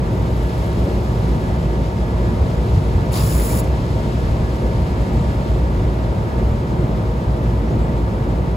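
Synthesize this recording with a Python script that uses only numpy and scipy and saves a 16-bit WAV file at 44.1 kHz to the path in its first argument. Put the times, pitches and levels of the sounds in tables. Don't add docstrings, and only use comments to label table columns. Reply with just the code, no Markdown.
import sys
import numpy as np
from scipy import signal
from scipy.fft import rfft, irfft, next_fast_len
from scipy.io import wavfile

SR = 44100
rng = np.random.default_rng(int(sys.argv[2]) if len(sys.argv) > 2 else 0)


def transcribe(signal):
    frames = np.atleast_2d(signal).T
    limited = np.clip(frames, -1, 1)
    pcm = np.round(limited * 32767).astype(np.int16)
    wavfile.write(sys.argv[1], SR, pcm)


N = 377496
TIME = np.arange(N) / SR
OPEN_S, SHUT_S = 3.116, 3.602
OPEN_FOR_S = np.clip(TIME, OPEN_S, SHUT_S) - OPEN_S

# (frequency [Hz], level [dB per Hz])
FAN_ROAR = [(20, -70), (40, -52.5), (58, -39), (80, -45), (115, -41.7), (180, -47.3), (255, -52.5),
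            (320, -52.6), (420, -55), (560, -55.5), (740, -62), (920, -62.5), (1550, -71.5), (2600, -80.5),
            (6000, -100)]
# (frequency [Hz], width [Hz], boost [dB])
HOUSING_RINGS = [(219.6, 9.3, 2.5), (362, 24, 4.4), (468, 27, 2.2), (1865, 90, 2.5)]


def jet(level_db=-1.5, build_db_per_s=6.5, rough_db=1.4):
    # (frequency [Hz], level [dB])
    hiss = [(1200, -71), (2200, -81), (3700, -83), (5000, -80), (6200, -81), (7000, -72.5), (8300, -76),
            (9600, -68), (10600, -70.5), (11700, -73.5), (13700, -75), (15500, -76)]
    # (frequency [Hz], width [Hz], boost [dB])
    pipe_rings = [(4230, 110, 1), (5130, 230, 1), (6920, 230, 4.5), (8050, 170, 4), (9400, 150, 2),
                  (11880, 150, -2), (15390, 220, 5.5)]
    flow = noise(hiss, pipe_rings) * valve()
    return flow * gain_of(level_db + build_db_per_s * OPEN_FOR_S + rough_db * wander(250))


def valve(attack_s=.011, release_s=.008):
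    opening = np.clip((TIME - OPEN_S) / attack_s, 0, 1)
    return opening * np.exp(-np.maximum(TIME - SHUT_S, 0) / release_s)


def sputter(delay_s=.013, rise_s=.012, clear_db_per_s=22, rough_db=2.0, ring_db=1.5):
    # (frequency [Hz], level [dB])
    spectrum = [(500, -68), (1050, -60), (1700, -71), (2600, -73.5), (3700, -70.7), (4800, -72.3),
                (5900, -72), (6500, -80), (9000, -85), (15000, -88)]
    arrived = np.clip((OPEN_FOR_S - delay_s) / rise_s, 0, 1)
    spurt = gain_of(-9) * bump(OPEN_S + .06, half_s=.03)
    clearing = gain_of(-4 - clear_db_per_s * OPEN_FOR_S)
    spray = noise(spectrum) * valve() * arrived * (spurt + clearing) * gain_of(rough_db * wander(200))
    ring_hz = 4400 + 800 * (1 - np.exp(-OPEN_FOR_S / .08)) + 130 * wander(30)
    return spray + gain_of(ring_db) * resonate(spray, ring_hz, width_hz=380)


def water_slugs(rough_db=2.0):
    # (frequency [Hz], level [dB])
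    splash = [(1500, -82), (3500, -72), (4900, -66), (6500, -72), (10500, -72), (15000, -78)]
    # (time [s], level [dB])
    slugs = [(3.131, -2.5), (3.141, -2), (3.172, 3.5), (3.206, -4), (3.234, -2.5)]
    return noise(splash) * bursts(slugs, decay_s=.007) * gain_of(rough_db * wander(400))


def gurgle(rough_db=2.2):
    # (frequency [Hz], level [dB])
    spectrum = [(600, -80), (1050, -64), (1450, -75), (1900, -70), (2500, -77), (3300, -89), (8000, -110)]
    # (time [s], level [dB], half length [s])
    bouts = [(3.365, -1.5, .016), (3.412, 0, .022), (3.49, -3.5, .02), (3.555, -3.5, .025)]
    return noise(spectrum) * spells(bouts) * gain_of(rough_db * wander(80))


def drops(per_s=90, low_hz=1500, high_hz=6000, fade_cycles=16, glide_per_s=4):
    out, t = np.zeros((2, N)), np.arange(2048) / SR
    jet_s = SHUT_S - OPEN_S
    for when, pitch, faintness in rng.random((round(per_s * jet_s), 3)):
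        start = round((OPEN_S + when * jet_s) * SR)
        hz = low_hz * (high_hz / low_hz) ** pitch
        cycles = hz * t * (1 + glide_per_s * t / 2)
        level_db = -40 - 2.5 * np.log(faintness + .02)
        ring = gain_of(level_db) * np.exp((2j * np.pi - 1 / fade_cycles) * cycles)
        out[:, start:start + len(t)] += ports(ring, ring, hz).imag
    return out


def sizzle(level_db=-.7, rough_db=2.3):
    # (frequency [Hz], level [dB])
    spectrum = [(3500, -108), (5500, -94.5), (9000, -93.5), (13000, -91.5), (15500, -100)]
    # (time [s], level [dB], half length [s])
    sizzles = [(.15, -6, .05), (.35, -3.5, .18), (.63, -.5, .15), (.99, -2.5, .18), (1.42, -4.5, .16),
               (2.75, -7, .25), (3.66, -3, .05), (4.56, -6, .16), (5.45, -12, .3), (6.5, -10, .06),
               (7.5, -5.5, .1)]
    # (time [s], level [dB])
    spits = [(.376, 1), (.428, 2), (.58, 0), (.788, 0), (.846, 2), (1.189, 2.5), (3.633, 9), (3.642, 11),
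             (5.131, 8)]
    fizz = spells(sizzles) * gain_of(level_db + rough_db * wander(60))
    return noise(spectrum) * (fizz + bursts(spits, decay_s=.006))


def fan_air(surge_db=.5, lull_db=-3.1, flicker_db=.64):
    # (frequency [Hz], level [dB])
    rush = [(900, -81.5), (2200, -79.5), (3500, -80.5), (5100, -84), (6200, -88.4), (9000, -91),
            (12000, -95.2), (14000, -106.5), (15500, -107)]
    # (time [s], boost [dB], half length [s])
    swells = [(.58, 1.2, .18), (.9, 3.9, 1.05), (2.65, 1.2, .35), (4, 4.8, 1.8), (5.38, 1.1, .2),
              (7.38, 1.3, .13)]
    swell_db = lull_db + sum(boost * bump(s, half_s) for s, boost, half_s in swells)
    roar = noise(FAN_ROAR, HOUSING_RINGS) * gain_of(surge_db * wander(4))
    return roar + noise(rush) * gain_of(swell_db + flicker_db * wander(25))


def churn(octave_drop_db=9, rough_db=1.5):
    # (time [s], level against the roar [dB], half length [s], pitch [Hz])
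    surges = [(.25, -2, .1, 380), (.87, -2, .11, 380), (1.33, -1, .1, 200), (1.77, -1.5, .12, 290),
              (3.5, -1.5, .14, 330), (4.65, -3, .08, 400), (6.82, -1, .1, 270), (7.74, -1.5, .1, 270),
              (8.44, 0, .08, 190)]
    hz = np.geomspace(30, 4000, 40)
    out = np.zeros((2, N))
    for s, db, half_s, centre_hz in surges:
        band_db = look_up(FAN_ROAR, hz) - octave_drop_db * np.log2(hz / centre_hz) ** 2
        out += noise(np.c_[hz, band_db], HOUSING_RINGS) * gain_of(db) * bump(s, half_s)
    return out * gain_of(rough_db * wander(14))


def motor(shaft_hz=57.68):
    # (multiple of the shaft speed, level [dB])
    tones = [(1, -25), (2, -35), (5, -45.3), (11, -40.1), (12, -53.1), (13, -47.8), (14, -48.8),
             (15, -47.7), (16, -41.9), (17, -47.0), (19, -54.4), (20, -56.6), (21, -54.2), (22, -56.2),
             (24, -55.5), (25, -54.6), (28, -58), (29, -54.7), (33, -62.8)]
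    drift_s = .00006 * wander(.46)
    return sum(tone(multiple * shaft_hz, db, drift_s, flutter=.19) for multiple, db in tones)


def other_fans(drift_s=.0001, drift_hz=.36):
    # (frequency [Hz], level [dB])
    steady_tones = [(52, -29.8), (59.8, -29.2), (66, -27.9), (100, -34.4), (103.9, -32.2), (120.1, -31.7),
                    (140.2, -35.9), (164.1, -34.3), (181.9, -35.3), (218.8, -37.2), (230.8, -42.9),
                    (453.9, -44.9), (545.8, -46.9), (727.9, -51.6), (875.4, -51), (1162.6, -56.2),
                    (1792.9, -57.5), (1976.5, -65), (2092.9, -68.5)]
    # (frequency [Hz], level [dB])
    blade_tones = [(349, -45), (364.3, -42)]
    hums = sum(tone(hz, db, drift_s * wander(drift_hz), flutter=.2) for hz, db in steady_tones)
    blades = sum(tone(hz, db, drift_s * wander(drift_hz), flutter=.8) for hz, db in blade_tones)
    return hums + blades


def whine():
    # (frequency [Hz], level [dB])
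    pair = [(1666.7, -59.5), (1677.6, -52)]
    # (time [s], level [dB])
    loudness = [(0, -1), (1.8, 1.5), (3.5, 1.5), (5.3, 0), (7, -4), (8.5, -2.5)]
    drift_s = .0001 * wander(.36)
    tones = sum(tone(hz, db, drift_s, flutter=.5, flutter_hz=6) for hz, db in pair)
    return gain_of(np.interp(TIME, *np.transpose(loudness))) * tones


def breeze(level_db=-14, buffet_db=4):
    # (frequency [Hz], level [dB])
    rumble = [(20, -71), (45, -41), (62, -35.5), (110, -38.5), (170, -45), (260, -55), (500, -73),
              (4000, -150)]
    strength = bump(4.6, half_s=1.6) * gain_of(level_db + buffet_db * wander(4))
    return noise(rumble) * strength


def low_swells(spread=1.35):
    # (time [s], level [dB], half length [s], pitch [Hz])
    swells = [(2.415, -14.5, .04, 62), (2.775, -12.6, .035, 96), (2.965, -15.5, .038, 80),
              (3.26, -20, .1, 115), (3.37, -19.5, .08, 66), (4.33, -17.5, .1, 62), (4.82, -22, .1, 60),
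              (5.2, -23.5, .16, 112), (5.75, -18.5, .15, 62), (6.55, -19.5, .1, 60)]
    out = np.zeros(N)
    for s, db, half_s, hz in swells:
        band = signal.butter(2, [hz / spread, hz * spread], "band", fs=SR, output="sos")
        shape = bump(s, half_s)
        lump = shape * signal.sosfilt(band, rng.standard_normal(N))
        out += gain_of(db) * lump * np.sqrt(np.sum(shape ** 2) / np.sum(lump ** 2))
    return out


def squeaks(rise_hz_per_s=6000, width_hz=900):
    # (time [s], peak level [dB per Hz], half length [s], pitch [Hz])
    events = [(5.21, -84.5, .045, 7400), (6.52, -87, .05, 7100), (7.68, -88, .03, 5800),
              (7.73, -86, .022, 6700), (7.82, -88, .045, 7500)]
    out = np.zeros(N)
    for s, db, half_s, hz in events:
        pitch = hz + rise_hz_per_s * np.clip(TIME - s, -2 * half_s, 2 * half_s)
        hiss = rng.standard_normal(N) * np.sqrt(SR / 2)
        narrowed = resonate(resonate(hiss, pitch, width_hz), pitch, width_hz)
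        out += gain_of(db) * bump(s, half_s) * narrowed
    return out


def tone(hz, db, drift_s, flutter, flutter_hz=5):
    wobble = wander(flutter_hz) + 1j * wander(flutter_hz)
    air_path = (1 + flutter * wobble) / np.sqrt(1 + 2 * flutter ** 2)
    wave = air_path * np.exp(2j * np.pi * (hz * (TIME + drift_s) + rng.random()))
    return np.sqrt(2) * gain_of(db) * ports(wave, wave, hz).real


def noise(spectrum, rings=()):
    # (frequency [Hz], likeness [0 to 1])
    likeness = [(60, .98), (120, .98), (150, 0.93), (300, 0.93), (700, 0.47), (950, 0.45), (1200, 0),
                (1700, 0.78), (2600, 0.38), (4000, .6), (5600, 0.05), (6500, .99)]
    size = next_fast_len(N)
    hz = np.fft.rfftfreq(size, 1 / SR)
    left, unrelated = rfft(rng.standard_normal((2, size)))
    alike = np.clip(look_up(likeness, hz), 0, .99)
    right = alike * left + np.sqrt(1 - alike ** 2) * unrelated
    ring_db = sum(boost / (1 + (2 * (hz - centre) / width) ** 2) for centre, width, boost in rings)
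    gain = gain_of(look_up(spectrum, hz) + ring_db) * np.sqrt(SR / 2)
    return irfft(ports(left, right, hz) * gain, size)[:, :N]


def ports(left, right, hz):
    # (frequency [Hz], phase lead [radians])
    lead = [(200, -.15), (400, .2), (700, .9), (1000, 1.5), (1450, 3.2), (1680, 4.1), (1800, 3.7),
            (2150, 6.3), (3200, 6.9), (5000, 6.6), (7400, 6.2), (8700, 3.5), (9500, 2.9), (10700, 0),
            (11700, 0), (12800, -3), (13700, -3.2), (14700, -6.3)]
    # (frequency [Hz], left minus right [dB])
    balance = [(1200, 0), (2200, 0), (3500, 4), (5200, 5), (6600, 0)]
    turn = np.exp(.5j * look_up(lead, hz))
    side = gain_of(look_up(balance, hz) / 2)
    return np.array([left * turn * side, right / turn / side])


def resonate(x, hz, width_hz):
    turn = np.exp(2j * np.pi * np.cumsum(hz) / SR)
    decay = np.exp(-np.pi * width_hz / SR)
    return 2 * (turn * signal.lfilter([1 - decay], [1, -decay], x / turn + 1e-18)).real


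def wander(rate_hz, count=16384):
    hz = np.fft.rfftfreq(count, TIME[-1] / count)
    slow = irfft(rfft(rng.standard_normal(count)) * np.exp(-(hz / rate_hz) ** 2))
    return np.interp(TIME, np.linspace(0, TIME[-1], count), slow / slow.std())


def bump(s, half_s):
    return np.exp(-((TIME - s) / half_s) ** 2)


def spells(rows):
    return sum(gain_of(db) * bump(s, half_s) for s, db, half_s in rows)


def bursts(rows, decay_s):
    return sum(gain_of(db) * (TIME >= s) * np.exp(-abs(TIME - s) / decay_s) for s, db in rows)


def look_up(points, hz):
    table_hz, value = np.transpose(points)
    return np.interp(np.log(hz + 1), np.log(table_hz + 1), value)


def gain_of(db):
    return 10 ** (np.asarray(db) / 20)


def scene():
    fans = fan_air() + churn() + motor() + other_fans() + whine()
    nozzle = jet() + sputter() + water_slugs() + gurgle() + drops() + sizzle()
    return nozzle + fans + breeze() + low_swells() + squeaks()


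def record(dry, low_hz=18, high_hz=15750):
    thinned = signal.sosfilt(signal.butter(2, low_hz, "high", fs=SR, output="sos"), dry)
    treble_cut = signal.firwin(511, high_hz, window=("kaiser", 9), fs=SR)
    return signal.oaconvolve(thinned, treble_cut[None], "same")


dry = scene()
out = record(dry)
transcribe(out)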